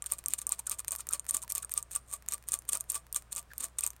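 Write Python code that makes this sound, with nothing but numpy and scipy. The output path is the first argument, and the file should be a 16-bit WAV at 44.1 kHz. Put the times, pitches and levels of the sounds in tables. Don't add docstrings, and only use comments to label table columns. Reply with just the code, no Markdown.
import sys
import numpy as np
from scipy import signal
from scipy.fft import rfft, irfft
from scipy.io import wavfile

SR = 44100
rng = np.random.default_rng(int(sys.argv[2]) if len(sys.argv) > 2 else 0)


def unload_wav(signal):
    wavfile.write(
        sys.argv[1],
        SR,
        np.round(np.clip(np.atleast_2d(signal).T, -1, 1) * 32767).astype(np.int16),
    )


N = 176400
HIT_GAIN = np.sqrt(.002 * SR)


def undb(db):
    return 10 ** (np.asarray(db) / 20)


def unit(x):
    return x / np.sqrt(np.sum(x ** 2))


def through(x, response):
    return signal.fftconvolve(x, response)[:N]


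def add(out, s, sound):
    i = int(np.clip(s * SR, 0, N - 1))
    out[i:i + len(sound)] += sound[:N - i]


def swell(s, rise, fall):
    t = np.arange(N) / SR - s
    return np.exp(-np.where(t < 0, -t / rise, t / fall) ** 1.185)


def colour(eq, shift=1, size=512):
    hz, db = np.array(eq).T
    f = np.maximum(np.arange(size // 2 + 1), .5) * SR / size
    gain = undb(np.interp(np.log(f), np.log(hz * shift), db))
    low_cut = np.minimum(f / hz[0], 1) ** 2
    cepstrum = irfft(np.log(gain * low_cut))
    cepstrum[1:size // 2] *= 2
    cepstrum[size // 2 + 1:] = 0
    return unit(irfft(np.exp(rfft(cepstrum))))


def varied(eq, detune=.015, treble_db=3, timbre_db=1.5):
    hz, db = np.array(eq).T
    treble = (hz > 10000) * treble_db * rng.uniform(-1, 1)
    db = db + treble + timbre_db * rng.standard_normal(len(db))
    return colour(np.column_stack([hz, db]), shift=np.exp(detune * rng.standard_normal()))


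def crackle(envelope, eq, per_s, spread_db, detune=.015, colours=6):
    size = undb(spread_db * np.minimum(rng.exponential(size=N), 2.5))
    hits = (rng.random(N) < per_s / SR) * rng.choice([-1, 1], N) * size
    hits = envelope * hits / np.std(hits)
    kind = rng.integers(colours, size=N)
    return sum(through(hits * (kind == k), varied(eq, detune)) for k in range(colours))


# (frequency [Hz], level [dB])
HUM_PARTIALS = [(59.4,-61),(119.6,-71.5),(178.5,-82.5)]
# (frequency [Hz], gain [dB])
AIR_EQ = [(36,9),(60,1.5),(105,4.5),(160,-2),(300,-8),(600,-5.5),(800,-8.5),(1150,-6.5),(2000,-13.5),(4500,-21),(8700,-23),(16000,-30)]
def background(air_db=-64):
    t = np.arange(N) / SR
    waver = np.interp(t, np.linspace(0, t[-1], 16), rng.standard_normal(16))
    clock = np.cumsum(1 + 0.0058 * waver) / SR
    hum = sum(undb(db) * np.sqrt(2) * np.sin(2 * np.pi * (hz * clock + rng.random()))
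              for hz, db in HUM_PARTIALS)
    return hum + undb(air_db) * through(rng.standard_normal(N), colour(AIR_EQ, size=8192))


def hutch(x):
    t = np.arange(SR // 3) / SR
    tail = lambda t60: unit(rng.standard_normal(len(t)) * (t > .001) * undb(-60 * t / t60))
    return x + through(x, undb(-11) * tail(t60=.028) + undb(-27) * tail(t60=.28))


# (time [s], level [dB])
BUMP_CUES = [(.30,-58),(1.345,-60.5),(3.618,-54.5)]
# (frequency [Hz], gain [dB])
BUMP_EQ = [(170,-3.5),(280,3.5),(450,-17),(1000,-9.5),(4000,-45)]
def bumps():
    push = sum(undb(db) * swell(s, rise=0.017, fall=0.014) for s, db in BUMP_CUES)
    return through(push * rng.standard_normal(N), colour(BUMP_EQ))


# (time [s], level [dB])
TICK_CUES = [(.042,-58),(.24,-59.5),(.847,-56),(.952,-50.5),(1.071,-56.5),(1.266,-57),(1.479,-59),(1.695,-58.5),(1.911,-60),(3.535,-59)]
# (frequency [Hz], gain [dB])
TICK_EQ = [(300,-28),(900,-9.5),(1900,-7.5),(3500,-16.5),(6000,-12.5),(9000,-9),(13000,-10),(16000,-13)]
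def mouth_ticks(trim_db=16, stray_count=30):
    out = np.zeros(N)
    strays = [(when * N / SR, -70 + 6 * size) for when, size in rng.random((stray_count, 2))]
    for s, db in list(TICK_CUES) + strays:
        add(out, s, undb(db + trim_db) * HIT_GAIN * varied(TICK_EQ))
    return out


def bubble(db, hz, cycles=4.2, glide=0.019):
    age = np.arange(SR // 40) / SR * hz / cycles
    phase = 2 * np.pi * np.cumsum(hz * (1 + glide * np.tanh(age - 1))) / SR
    return undb(db) * 2 * age * np.exp(1 - 2 * age) * np.sin(phase)


GURGLE_SPREAD_S = .011
# (time [s], level [dB], centre pitch [Hz])
GURGLE_CUES = [(0.061,-60,1480),(0.498,-56.5,960),(0.595,-51,1090),(0.674,-51.5,1330),(.798,-54,1170),(0.996,-52,1194),(1.108,-49,1350),
               (1.439,-55,1150),(1.638,-52.5,1380),(2.757,-47,1150),(3.515,-50.5,1500)]
def gurgles(count=7, octaves=.26):
    out = np.zeros(N)
    for s, db, hz in GURGLE_CUES:
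        for when, pitch in rng.uniform(-1, 1, (count, 2)):
            add(out, s + GURGLE_SPREAD_S * when, bubble(db, hz * 2 ** (octaves * pitch), cycles=4.5))
    return out


LICK_FALL_S, BRUSH_RISE_S = 0.015, 0.0051
# (peak time [s], rise [s], rattle level [dB], tongue level [dB], bottle level [dB])
LICK_CUES = [(0.127,0.023,-46,-51.5,-47.5),(0.34,0.042,-50.5,-55,-74),(0.526,0.014,-43,-49.5,-66),(0.721,0.014,-39.5,-49,-38),(0.925,0.0066,-36.5,-51.5,-38),
             (1.14,0.015,-39,-47.5,-36),(1.368,0.03,-45.5,-53,-42),(1.577,0.01,-44.5,-50,-42.5),(1.777,0.016,-42.5,-49.5,-38.5),(1.956,0.007,-42,-48.5,-47),
             (2.139,0.024,-41,-58,-44),(2.333,0.02,-42.5,-50.5,-42),(2.54,0.015,-35.5,-48.5,-39),(2.752,0.021,-41,-47,-38),(2.959,0.024,-36.5,-50.5,-36.5),
             (3.161,0.0049,-33,-49,-68.5),(3.38,0.018,-39.5,-51,-41.5),(3.645,0.029,-40,-52,-40.5),(3.842,0.015,-40,-49,-59),(3.868,0.004,-45,-59,-46)]
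# (time [s], level [dB])
BRUSH_CUES = [(0.065,-50),(0.189,-51),(0.306,-55),(0.389,-48.5),(0.421,-51),(0.595,-50),(0.671,-51),
              (0.793,-46),(0.885,-51),(0.987,-54),(1.006,-48),(1.294,-44),(1.346,-42.5),(1.428,-52),
              (1.505,-44),(1.558,-44.5),(1.628,-56),(1.72,-49),(1.915,-56.5),(1.932,-50),
              (2.488,-45),(2.693,-46),(2.731,-42),(2.807,-57),(2.903,-41),(3.325,-48),(3.605,-48.5),(3.789,-43.5)]
# (frequency [Hz], gain [dB])
TONGUE_EQ = [(450,-2.5),(800,-6.5),(1800,-3.5),(2800,6.5),(3500,-14),(4300,7.5),(9000,-2.5)]
def tongue():
    wet = sum(undb(db + 4.5) * swell(s, rise, LICK_FALL_S) for s, rise, _, db, _ in LICK_CUES)
    smack = sum(undb(db - 6.5) * swell(s, BRUSH_RISE_S, LICK_FALL_S) for s, db in BRUSH_CUES)
    froth = sum(undb(db - 9.5) * swell(s, GURGLE_SPREAD_S, GURGLE_SPREAD_S) for s, db, _ in GURGLE_CUES)
    envelope = np.sqrt(wet ** 2 + smack ** 2 + froth ** 2)
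    return crackle(envelope, TONGUE_EQ, per_s=900, spread_db=-0.5, detune=.2, colours=12)


# (time [s], level [dB], pitch [Hz])
BUBBLE_CUES = [(2.322,-36,3940),(2.694,-36,3200),(2.733,-32,4380),(3.146,-34,3480),(3.833,-33,2600)]
def bubbles(per_lick=7, squelch_hz=3116, octaves=0.54):
    out = np.zeros(N)
    for s, db, hz in BUBBLE_CUES:
        add(out, s, bubble(db - 2, hz))
    for s, rise, _, db, _ in LICK_CUES:
        for when, pitch in rng.uniform(-1, 1, (per_lick, 2)):
            add(out, s + rise * (when - .5), bubble(db - 5, squelch_hz * 2 ** (octaves * pitch)))
    return out


# (frequency [Hz], level [dB], time to fall 60 dB [s])
BOTTLE_MODES = [(556,-36,0.29),(571,-2.5,0.077),(665.4,-1.5,0.18),(959,0.5,0.12),(1146.7,12.5,0.069),(1210,-13,0.42),(1470,-3.5,0.079)]
def bottle_ring(slosh=.025):
    t = np.arange(SR // 4) / SR
    detunes = 1 + slosh * rng.standard_normal(len(BOTTLE_MODES))
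    return unit(sum(undb(db) * unit(np.sin(2 * np.pi * hz * detune * t) * undb(-60 * t / t60))
                    for (hz, db, t60), detune in zip(BOTTLE_MODES, detunes)))


def bottle(valve):
    noise = rng.standard_normal(N)
    licks = [undb(db - 10) * swell(s, rise, LICK_FALL_S) for s, rise, _, _, db in LICK_CUES]
    shake = undb(-21.5) * np.abs(valve)
    return sum(np.linalg.norm(push) * unit(through(push * noise, bottle_ring()))
               for push in licks + [shake])


# (time [s], level [dB])
SNAP_CUES = [(0.2841,-25),(0.4928,-27),(.6966,-26.5),(0.9613,-31),(1.0698,-39),(1.11,-36),(1.5219,-24.5),(1.5519,-25.5),(1.7392,-26.5),
             (2.7723,-30.5),(2.9197,-30),(3.1273,-29.5),(3.1463,-30.5),(3.3512,-38),(3.581,-29.5),(3.8087,-29)]
# (frequency [Hz], gain [dB])
SNAP_EQ = [(3500,-18),(7800,0.5),(8700,9.5),(10200,-9.5),(11100,4),(14300,1),(15800,-12)]
def valve_snaps():
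    out = np.zeros(N)
    for s, db in SNAP_CUES:
        add(out, s, undb(db) * HIT_GAIN * varied(SNAP_EQ))
    return out


# (frequency [Hz], gain [dB])
NOZZLE_EQ = [(1000,-28.5),(2000,-24),(4000,-19),(5000,-28.5),(6000,-16.5),(6800,-8),(7900,-7.5),(8600,2),(9400,-4.5),(10300,-15),(11300,-15),(12700,-17),(13700,-14),(15100,-22),(15800,-52)]
def valve_rattle():
    push = sum(undb(db + 2.5) * swell(s, rise, LICK_FALL_S) for s, rise, db, _, _ in LICK_CUES)
    brush = sum(undb(db + 15) * swell(s, BRUSH_RISE_S, fall=0.0042) for s, db in BRUSH_CUES)
    return crackle(np.hypot(push, brush), NOZZLE_EQ, per_s=650, spread_db=5)


# (time [s], level [dB])
CLICK_CUES = [(0.0223, -29), (0.061, -25), (0.116, -29.5), (0.1206, -18.5), (0.1351, -30.5), (0.184, -39),
              (0.2601, -22), (0.336, -18), (0.4161, -35), (0.468, -21.5), (0.521, -18.5), (0.5918, -35),
              (0.6698, -27.5), (0.7167, -23.5), (0.802, -31.5), (0.881, -24), (0.9081, -28.5),
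              (0.9192, -25), (1.089, -26.5), (1.128, -27), (1.1342, -18.5), (1.1955, -26.5), (1.29, -24.5),
              (1.3089, -20), (1.3462, -27), (1.3514, -36), (1.3679, -21.5), (1.419, -39), (1.4352, -34),
              (1.5017, -26.5), (1.58, -25.5), (1.63, -45), (1.6473, -29.5), (1.7185, -27), (1.777, -18),
              (1.827, -31.5), (1.9529, -24), (1.9611, -19.5), (2.1372, -26), (2.2863, -23.5), (2.322, -26),
              (2.3361, -25.5), (2.3426, -27), (2.4867, -27), (2.5199, -21.5), (2.5398, -20), (2.5892, -33),
              (2.6897, -23.5), (2.7224, -29), (2.7524, -24.5), (2.808, -25), (2.899, -29), (2.9459, -28),
              (2.9553, -34), (3.162, -21), (3.3278, -28), (3.3619, -28), (3.6418, -25.5), (3.786, -24.5),
              (3.8368, -21.5), (3.8399, -25.5), (3.8645, -21), (3.8749, -27.5), (3.904, -35.5)]
def valve_clicks(trim_db=-1.5, scrape_db=4.5, scrape_rise_s=0.000406):
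    out = np.zeros(N)
    age = np.arange(SR // 300) / SR / scrape_rise_s
    thin_eq = [(hz, db - 5.5 * (hz < 5500)) for hz, db in NOZZLE_EQ]
    for s, db in CLICK_CUES:
        contact = undb(scrape_db) * unit(rng.standard_normal(len(age)) * age ** 2 * np.exp(-2 * age))
        contact[np.argmax(age > 1)] += 1
        click = unit(np.convolve(contact, varied(thin_eq)))
        add(out, s, undb(db + trim_db) * HIT_GAIN * click)
    return out


def scene():
    valve = valve_clicks() + valve_snaps() + valve_rattle()
    drinking = valve + tongue() + mouth_ticks() + bubbles() + gurgles()
    return (hutch(drinking) + bottle(valve) + bumps() + background())[None]


def record(dry):
    return signal.sosfilt(signal.ellip(8, .2, 70, 16200, fs=SR, output="sos"), dry)


dry = scene()
out = record(dry)
unload_wav(out)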